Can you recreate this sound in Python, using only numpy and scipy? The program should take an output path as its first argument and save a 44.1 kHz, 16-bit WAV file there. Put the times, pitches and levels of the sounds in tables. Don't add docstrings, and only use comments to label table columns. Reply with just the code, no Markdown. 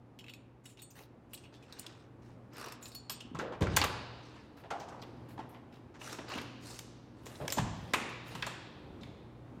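import sys
import numpy as np
from scipy import signal
from scipy.fft import rfft, irfft, next_fast_len
from scipy.io import wavfile
from scipy.ndimage import uniform_filter1d, map_coordinates

SR = 44100
rng = np.random.default_rng(int(sys.argv[2]) if len(sys.argv) > 2 else 0)


def to_wav(sig):
    pcm = np.clip(np.atleast_2d(sig), -1, 1) * 32767
    pcm = np.round(pcm).astype(np.int16)
    wavfile.write(sys.argv[1], SR, pcm.T)


def boost(x):
    u = np.asarray(x, float) / 20
    return 10 ** u


N = 423360

# [t/s, level/dB]
HUM_LEVEL = [(0.0, -52.5), (0.6, -56), (1.31, -56), (1.68, -53.5), (2.35, -53.5), (3.7, -48), (4.12, -47.5),
             (4.39, -55.5), (4.62, -88.5), (4.97, -48), (5.67, -52.5), (6.3, -48.5), (7.25, -49.5),
             (7.62, -53.5), (7.89, -52), (8.45, -41), (8.95, -61), (9.3, -47.5), (9.6, -54)]
# [t/s, level/dB]
AIR_LEVEL = [(0, -58), (1.0, -58), (1.3, -58), (2, -55.5), (3, -56.5), (4.4, -54.5), (5.2, -52.5),
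             (5.9, -54.5), (7, -53.5), (8.8, -51), (9.6, -51)]
# [f/Hz, relative density/dB per Hz]
AIR_COLOUR = [(15, -53.5), (25, -6), (70, -2.5), (102, -0.5), (195, -4.5), (301, -3), (451, -10.5),
              (531, -10), (624, -14.5), (863, -15.5), (1740, -26.5), (2550, -32), (3820, -39.5),
              (16000, -57)]
# [f/Hz, relative level/dB]
MAINS_TONES = [(60, -13.5), (120, -4.5), (240, -12)]
# [t/s, level/dB]
ECHO_LEVEL = [(0, -12.5), (3.3, -5), (4.3, -9), (6, -4), (7, -7), (9.6, 0.5)]
# [f/Hz, time to fall 60 dB/s]
HALL_DECAY = [(100, 1.4), (500, 1.9), (2000, 0.79), (5000, 0.38), (10000, 0.087), (16000, 0.067)]
# [f/Hz, time to fall 60 dB/s]
FLAT_DECAY = [(100, 0.95), (500, 1.08), (2000, 1.12), (4000, 1.47), (7000, 0.65), (16000, 0.057)]
# [start t/s, end t/s, body level/dB, hiss level/dB, hiss centre f/Hz]
SCUFFS = [(0.635, .76, -69, -67, 6750), (0.943, 1.073, -57.5, -65.5, 12300), (1.29, 1.463, -69, -74, 5950),
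          (1.523, 1.593, -60, -84, 6000), (1.57, 2.092, -59.5, -80, 6060), (2.208, 2.363, -67, -76.5, 5800),
          (2.512, 2.772, -50.5, -54.5, 1140), (2.808, 2.91, -61, -65, 9100),
          (3.664, 3.87, -48, -72.5, 5040), (4.105, 4.504, -59, -88, 8220),
          (4.565, 4.639, -58, -71.5, 12000), (4.719, 5.07, -67, -54, 760), (5.285, 5.352, -59, -67, 12000),
          (5.489, 5.585, -69, -90, 12100), (5.719, 5.805, -63, -82.5, 12000),
          (5.989, 6.197, -49, -55.5, 5600), (6.268, 6.44, -42.5, -50, 1000),
          (6.599, 6.832, -56, -53.5, 5200), (7.152, 7.27, -68.5, -82.5, 6360),
          (7.204, 7.51, -58.5, -66.5, 8800), (7.716, 8.01, -59, -74.5, 9000),
          (8.237, 8.447, -53.5, -69, 9660)]
# [f/Hz, relative density/dB per Hz]
RUB_COLOUR = [(180, -36.5), (300, -1), (572, -7), (1560, -9), (2300, -13.5), (2850, -10.5), (3200, -17.5),
              (3800, -14), (5300, -18.5), (7000, -24.5), (9100, -34), (15400, -120)]
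# [t/s, peak level/dB, pitch f/Hz]
THUDS = [(3.25, -41.5, 260), (3.314, -34.5, 267), (3.345, -33, 155), (3.389, -28.5, 365),
         (3.62, -21.5, 370), (3.612, -21, 159.4), (3.618, -16, 88), (3.632, -21.5, 168), (3.671, -21.5, 88),
         (3.773, -27, 88), (3.815, -28.5, 302), (3.842, -29, 89.4), (5.39, -35, 293), (6.189, -36, 313),
         (6.358, -30.5, 283), (7.411, -31, 135), (7.575, -25, 292), (7.592, -20.5, 158),
         (7.617, -21.5, 112), (7.937, -23.5, 490), (8.347, -35, 176), (8.847, -42, 71.7), (8.978, -41, 110),
         (9.018, -38, 220), (9.2, -51.5, 126.3)]
# [f/Hz, width/Hz, level/dB]
PANEL_MODES = [(60.3, 36, 3.5), (88, 5, 5.5), (120, 79, -6.5), (165, 28, 2), (257, 44, 3), (335, 12, -7.5),
               (358, 110, -13.5)]
# [t/s, peak level/dB, loudest pitch f/Hz, treble level against the body/dB, hardness (no unit)]
BLOWS = [(3.094, -38.5, 1220, -5, 3), (3.346, -35.5, 1090, -17.5, 2.4), (3.387, -37.5, 1420, -3, 1.7),
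         (3.393, -27.5, 1480, -38, 2), (3.407, -31, 517, -23, 2.1), (3.519, -37.5, 850, -22, 2.5),
         (3.607, -24, 492, -18.5, 3.8), (3.62, -30, 880, -17, 7.2), (3.666, -28.5, 1500, -24, 2),
         (3.7636, -25, 4470, 3, 1.24), (3.768, -26.5, 3960, 10, 9.7), (3.768, -16.5, 1350, -7, 5.4),
         (3.783, -25.5, 1000, -15, 5.2), (3.8148, -19.5, 2700, -22.5, 10), (3.815, -21, 1150, -23, 9),
         (3.825, -26.5, 1170, -17.5, 7.1), (3.837, -21.5, 1090, -12.5, 3.9), (3.842, -32, 2456, 4, 7.5),
         (3.848, -30.5, 1130, -12.5, 4.4), (3.88, -36.5, 855, -22, 0.4), (4.635, -43, 706, -28, 3.8),
         (4.703, -31.5, 1400, -12.5, 1.8), (4.706, -29.5, 777, -19.5, 1.5), (4.797, -40, 725, -6, 1.8),
         (4.882, -45.5, 890, -7, 2.6), (5.022, -43, 786, -21.5, 6.5), (5.374, -39.5, 860, -26, 2.5),
         (5.388, -34.5, 820, -26.5, 3.1), (5.541, -46.5, 605, -33.5, 5.2), (5.939, -51, 1500, 1.5, 0.58),
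         (6.014, -40.5, 2600, -14, 2.1), (6.127, -37.5, 5570, -2, 0.85), (6.182, -36.5, 676, -30, 4.5),
         (6.356, -48, 1060, -23, 9), (6.382, -33, 3020, -18, 1.5), (6.79, -39.5, 3600, 3.5, 2.6),
         (7.255, -39, 495, -9, 7), (7.398, -34.5, 540, -31, 2.3), (7.48, -28, 2160, -20, 11),
         (7.523, -31.5, 1360, 2, 19), (7.566, -29, 665, -11, 4.6), (7.58, -21.5, 780, -17.5, 5.8),
         (7.9346, -20.5, 1670, -10, 4.2), (7.937, -22, 2570, -14, 1.34), (7.943, -23.5, 1030, -10, 4.5),
         (8.35, -35.5, 1070, -11.5, 5.6), (8.4233, -27.5, 3180, -20, 3.5), (8.424, -30.5, 1710, -20, 2.2),
         (8.464, -30, 990, -7, 5.3), (9.033, -42, 3300, -17, 3)]
# [f/Hz, width/Hz, level/dB]
LOCK_MODES = [(520, 450, -3.5), (1030, 260, 3), (1670, 580, 0.5), (2023, 230, 6.5), (2644, 1230, 5.5),
              (3920, 2850, 5), (5750, 990, 0.5)]
# [f/Hz, width/Hz, basic level/dB]
RINGING_MODES = [(380, 33, 4.5), (518, 16, -3), (705, 5.3, -4), (776, 12, -7.5), (855, 44, 5),
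                 (1000, 54, 0.5), (1090, 20, 3), (1350, 11, 6.5), (1647, 33, 0.5), (1956, 18, -2.5),
                 (2110, 20, -10.5), (2287, 35, 0), (2600, 8, 0), (3020, 100, -11.5), (3400, 41, -18.5)]
# [t/s, peak level/dB, loudest pitch f/Hz, ring level over the tick/dB, treble level in the tick/dB]
TOUCHES = [(0.1888, -45.5, 3020, 0, -17), (0.207, -48.5, 3040, 3, -25), (0.2402, -46, 2780, 14, -38),
           (0.264, -49, 2780, 11, -32), (0.282, -43, 2600, 25, -54), (0.294, -43, 2900, 15, -25),
           (0.3361, -41.5, 2650, 1, -21), (0.655, -45.5, 7760, 5, -13), (0.688, -58.5, 7540, 2, -24),
           (0.771, -53, 2750, -7, -29), (0.79, -49.5, 3720, 13, -24), (0.818, -44.5, 8500, -1, -7.5),
           (0.904, -52, 6160, -6.5, -13), (1.3332, -38.5, 2800, -2.5, -7.5), (1.34, -39, 2750, -8, 2),
           (1.347, -43.5, 3670, -17, -27), (1.3747, -48, 2800, -14, -25), (1.437, -51.5, 2600, -6, -37),
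           (1.453, -53, 2730, 16, -44), (1.54, -51.5, 3400, -35, -23.5), (1.5556, -58, 3560, -5, -26),
           (1.6247, -54, 2540, -1, -30), (1.725, -38.5, 3980, -9, -22), (1.7872, -45.5, 4350, -23, -18),
           (1.795, -33.5, 8230, -14.5, -10.5), (1.8292, -52, 3590, -15, -24.5),
           (1.8643, -37.5, 3250, -27, -24), (2.532, -54, 5350, 0, -17), (2.8254, -43, 7050, -1, -11.5),
           (2.8562, -39, 4000, -6, -19.5), (2.879, -47, 8000, -14, -17), (2.917, -47, 4400, -5, -16),
           (2.948, -38, 4360, -2, -7), (2.95, -47.5, 4400, -18, -16.5), (3.0967, -28.5, 4200, -4, -22),
           (3.099, -34, 11570, 13.5, -4.5), (3.106, -40.5, 7900, -3.5, -12.5),
           (3.127, -47.5, 4200, -9, -29), (3.115, -38, 14000, 6, -16.5), (3.205, -39.5, 3040, 1, -28),
           (4.797, -48, 5460, -15, -21), (5.017, -47.5, 4300, -7, -29), (5.492, -56.5, 11800, -17.5, -6.5),
           (7.255, -55.5, 4990, -14, 1), (7.266, -48, 7050, -8, -16), (7.355, -46, 3800, -16, -30),
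           (7.4527, -51.5, 3500, -23.5, -32.5), (7.479, -30.5, 7050, -3.5, -24),
           (7.502, -30.5, 4800, -6, -20.5), (7.523, -22.5, 7250, -6, -17), (8.0904, -46.5, 2550, -25, -24),
           (8.279, -54.5, 2720, -7, -1), (9.01, -55.5, 3800, -25, -30)]
# [f/Hz, basic level/dB, time to fall 60 dB/s]
KEY_MODES = [(2270, -26, 0.19), (2550, -5.5, 0.11), (2730, 2.5, 0.037), (2930, 2, 0.068),
             (3234, 7.5, 0.024), (3510, -8, 0.28), (3800, -5, 0.13), (3900, -10.5, 0.158),
             (4370, -5.5, 0.21), (5350, 0.5, 0.07), (6070, -16.5, .06), (6660, -8.5, 0.11),
             (7050, -5, 0.29), (7560, -3, 0.099), (7800, -3, 0.1), (8190, -11.5, 0.4), (8960, -11, 0.25),
             (9700, -8, 0.099), (11570, -15.5, 0.087), (11900, -8, 0.087), (14000, 0.5, 0.072),
             (14360, -6, 0.07)]
# [start t/s, number of teeth, middling peak level/dB, middling ring f/Hz]
TEETH = [(2.567, 9, -43.5, 5400), (6.2907, 7, -46, 2970)]

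INSIDE_S = 3.8
SWELL_PER_S, SWELL_MOST = 1.78, 0.54
PATCHY_DB = 3
THUD_RATTLE_S, THUD_RATTLE_POWER = 0.11, 0.3
BLOW_RATTLE_S, BLOW_RATTLE_POWER = 0.097, -1.5
SOFT_LINGERS = 0.87
RING_DB, RING_REACH = -9.5, 0.55
TOUCH_DB, TOUCH_S = -46, 0.047
TOUCH_SHORTENS = 0.7
KEY_SCATTER_DB = 4
GRIP_DAMPS, FREE_DB = 0.66, -2
TOOTH_S, TOOTH_SCATTER_DB = 0.0148, 2
LAST_GAP_EXTRA, GAP_EXTRA_FADES = 1.55, 0.36


def unit(x):
    return x / np.sqrt(np.mean(x ** 2) + 1e-20)


def loudest(sound):
    return 2 * np.sqrt(uniform_filter1d(sound ** 2, size=160).max())


def along(points, hz):
    f, value = np.transpose(points)
    return np.interp(np.log(hz + 1), np.log(f + 1), value)


def curves(rows):
    s, *columns = np.transpose(rows)
    return [np.interp(np.arange(N) / SR, s, column) for column in columns]


def wobble(rate):
    points = rng.standard_normal(int(N * rate / SR) + 4)
    return map_coordinates(points, [np.arange(N) * rate / SR])


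def filtered(x, response):
    m = next_fast_len(2 * len(x) if len(x) < SR else len(x) + SR // 2)
    return irfft(rfft(x, m) * response(np.fft.rfftfreq(m, 1 / SR)), m)[:len(x)]


def resonances(peaks):
    def response(f):
        return sum((-1) ** k * boost(db) * 1j * f * width / (centre ** 2 - f * f + 1j * f * width)
                   for k, (centre, width, db) in enumerate(peaks))
    return response


def noise(spectrum):
    return unit(filtered(rng.standard_normal(N), lambda hz: boost(along(spectrum, hz))))


def rattle(t, t60, rise=0.0003):
    bounces = boost(3.9 * np.repeat(rng.standard_normal(len(t) // 64 + 1), 64)[:len(t)])
    fade = boost(-60 * t / np.clip(t60, 0.002, 0.4))
    onset = 1 - np.exp(-t / np.clip(rise, 0.0001, 0.03))
    return fade * onset * bounces * rng.standard_normal(len(t))


def add(track, s, sound, db):
    track[round(s * SR):][:len(sound)] += boost(db) * sound / loudest(sound)


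def ventilation_and_hum():
    t = np.arange(N) / SR
    tones = np.zeros(N)
    for hz, db in MAINS_TONES:
        strength = boost(db + 1.9 * wobble(1.7))
        tones += strength * np.sin(2 * np.pi * hz * t + 0.68 * wobble(6.2))
    air = boost(curves(AIR_LEVEL)[0] + 0.76 * wobble(2.9)) * noise(AIR_COLOUR)
    return air + boost(curves(HUM_LEVEL)[0]) * tones


def walls(x, decay, size, blur):
    hz, _, z = signal.stft(x * boost(curves(ECHO_LEVEL)[0]), SR, nperseg=size)
    energy = uniform_filter1d(np.abs(z) ** 2, size=blur, axis=0)
    kept = boost(-120 * size / 2 / SR / along(decay, hz))
    stored = np.array([signal.lfilter([0, 1 - k], [1, -k], row) for k, row in zip(kept, energy)])
    diffuse = signal.stft(rng.standard_normal(N), SR, nperseg=size)[2]
    diffuse = diffuse / np.sqrt(np.mean(np.abs(diffuse) ** 2))
    return signal.istft(diffuse * np.sqrt(np.abs(stored)), SR, nperseg=size)[1][:N]


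def scuffs():
    out, body = np.zeros(N), noise(RUB_COLOUR)
    grain = unit(boost(2.2 * wobble(250) + 1.2 * wobble(30)))
    for start, end, body_db, hiss_db, hiss_hz in SCUFFS:
        length_s = end - start
        crest = start + length_s * min(SWELL_PER_S * length_s, SWELL_MOST)
        span = np.arange(round(start * SR), round(end * SR))
        swell = np.sin(np.interp(span / SR, [start, crest, end], [0, np.pi / 2, np.pi])) ** 0.97
        band = resonances([(hiss_hz, 0.92 * hiss_hz, 0)])
        hiss = unit(filtered(rng.standard_normal(len(span)), lambda f: band(f) ** 2))
        out[span] += swell * (boost(body_db) * body[span] + boost(hiss_db) * hiss)
    z = signal.stft(grain * out, nperseg=256)[2]
    patches = uniform_filter1d(rng.standard_normal(z.shape), size=5, axis=0)
    patches = uniform_filter1d(patches, size=9, axis=1)
    return signal.istft(z * unit(boost(PATCHY_DB * unit(patches))), nperseg=256)[1][:N]


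def thuds():
    out, t = np.zeros(N + SR), np.arange(SR // 2) / SR
    leaf = resonances(PANEL_MODES)
    soft = lambda f: 1 / (1 + 1j * f / 500) ** 2
    bass_cut = lambda f: 1j * f / (45 + 1j * f)
    for s, db, top_hz in THUDS:
        spot = resonances([(top_hz, top_hz ** 2 / 900, 17)])
        spread_s = THUD_RATTLE_S * (top_hz / 200) ** THUD_RATTLE_POWER
        push = t * np.exp(-2 * np.pi * top_hz * t)
        contact = 3 * unit(push) + unit(rattle(t, spread_s, 0.01))
        add(out, s, filtered(contact, lambda f: soft(f) * bass_cut(f) * (leaf(f) + spot(f))), db)
    return out[:N]


def door_blows():
    out, t = np.zeros(N + SR), np.arange(SR // 2) / SR
    plate = resonances(LOCK_MODES)
    crack = resonances([(6850, 2500, -5.5), (14000, 2700, -9.5)])
    for s, db, top_hz, treble_db, hardness in BLOWS:
        spread_s = BLOW_RATTLE_S * (top_hz / 1000) ** BLOW_RATTLE_POWER * (4 / hardness) ** SOFT_LINGERS
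        rise = 0.021 * spread_s
        spot = resonances([(top_hz, 0.07 * hardness * top_hz, 14 - 2.2 * hardness)])
        dull = lambda f, wider: 1 / (1 + 1j * f / (wider * hardness * top_hz)) ** 2
        thin = lambda f: 1j * f / (0.31 * top_hz + 1j * f)
        woken = [(hz, width, mode_db + rng.normal(0, 1) - 9 * (np.log(hz / top_hz) / RING_REACH) ** 2)
                 for hz, width, mode_db in RINGING_MODES]
        ringing = filtered(rattle(t, 0.12 * spread_s, rise), resonances(woken))
        add(out, s, ringing, db + RING_DB)
        body = [filtered(rattle(t, spread_s, rise), lambda f: dull(f, 0.36) * thin(f) * part(f))
                for part in (plate, spot)]
        add(out, s, sum(body), db)
        treble_contact = rattle(t, 0.53 * spread_s, 1.6 * rise)
        treble = filtered(treble_contact, lambda f: dull(f, 2.2) ** 2 * crack(f))
        add(out, s, treble, db + treble_db)
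    return out[:N]


def key_teeth():
    out, t = np.zeros(N + SR), np.arange(SR // 20) / SR
    for start, teeth, tooth_db, ring_hz in TEETH:
        before_last = np.arange(round(teeth) - 1)[::-1]
        gaps = TOOTH_S * (1 + LAST_GAP_EXTRA * GAP_EXTRA_FADES ** before_last)
        for s in start + np.cumsum([0, *gaps]):
            tooth_hz = ring_hz * boost(rng.normal(0, 0.42))
            metal = resonances([(1130, 200, 12), (2700, 300, 6), (tooth_hz, 250, 11),
                                (5200, 2600, 1), (10700, 6000, -4)])
            tick = filtered(rattle(t, 0.026), metal)
            add(out, s, tick, rng.normal(tooth_db, TOOTH_SCATTER_DB))
    return out[:N]


def key_jingle():
    out, t = np.zeros(N + SR), np.arange(SR // 3) / SR
    hz, level_db, t60 = np.transpose(KEY_MODES)[:, :, None]
    dying = boost(-60 * t / (GRIP_DAMPS * t60)) + boost(FREE_DB - 60 * t / t60)
    for s, db, top_hz, ring_db, treble_db in TOUCHES:
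        spread_s = TOUCH_S * boost(-TOUCH_SHORTENS * (db - TOUCH_DB))
        contact = rattle(t, spread_s, 0.0054 * spread_s)
        struck_db = level_db + rng.normal(0, KEY_SCATTER_DB, hz.shape)
        struck_db += 14 * np.exp(-(np.log(hz / top_hz) / 0.052) ** 2)
        struck_db += 0.7 * (treble_db + 15) * np.clip(hz / 2500 - 1.4, 0, 1)
        drift = np.cumsum(rng.normal(0, 0.05, (len(hz), len(t))), axis=1)
        modes = np.sum(boost(struck_db) * dying * np.sin(2 * np.pi * hz * t + drift), axis=0)
        ring = signal.fftconvolve(contact, modes)[:len(t)]
        tick = filtered(contact, resonances([(top_hz, 0.16 * top_hz, 0), (6000, 4000, -14),
                                             (12500, 6000, treble_db)]))
        add(out, s, tick / loudest(tick) + boost(ring_db) * ring / loudest(ring), db)
    return out[:N]


def scene():
    bright = scuffs() + door_blows() + key_teeth() + key_jingle()
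    deep = thuds()
    inside = np.arange(N) > INSIDE_S * SR
    echo = walls(bright * ~inside, HALL_DECAY, size=512, blur=3)
    echo += walls(bright * inside, FLAT_DECAY, size=512, blur=5)
    echo += boost(4.0) * walls(deep, FLAT_DECAY, size=2048, blur=3)
    return (bright + deep + echo + ventilation_and_hum())[None]


def band_limit(x):
    return signal.sosfilt(signal.butter(12, 16660, fs=SR, output="sos"), x)


def record(dry):
    bass_cut = lambda f: (1j * f / 33 / (1 + 1j * f / 33)) ** 4
    top_cut = lambda f: 1 / np.sqrt(1 + (f / 15900) ** 40)
    mic = filtered(dry[0], lambda f: bass_cut(f) * top_cut(f))
    return band_limit(mic[None])


dry = scene()
out = record(dry)
to_wav(out)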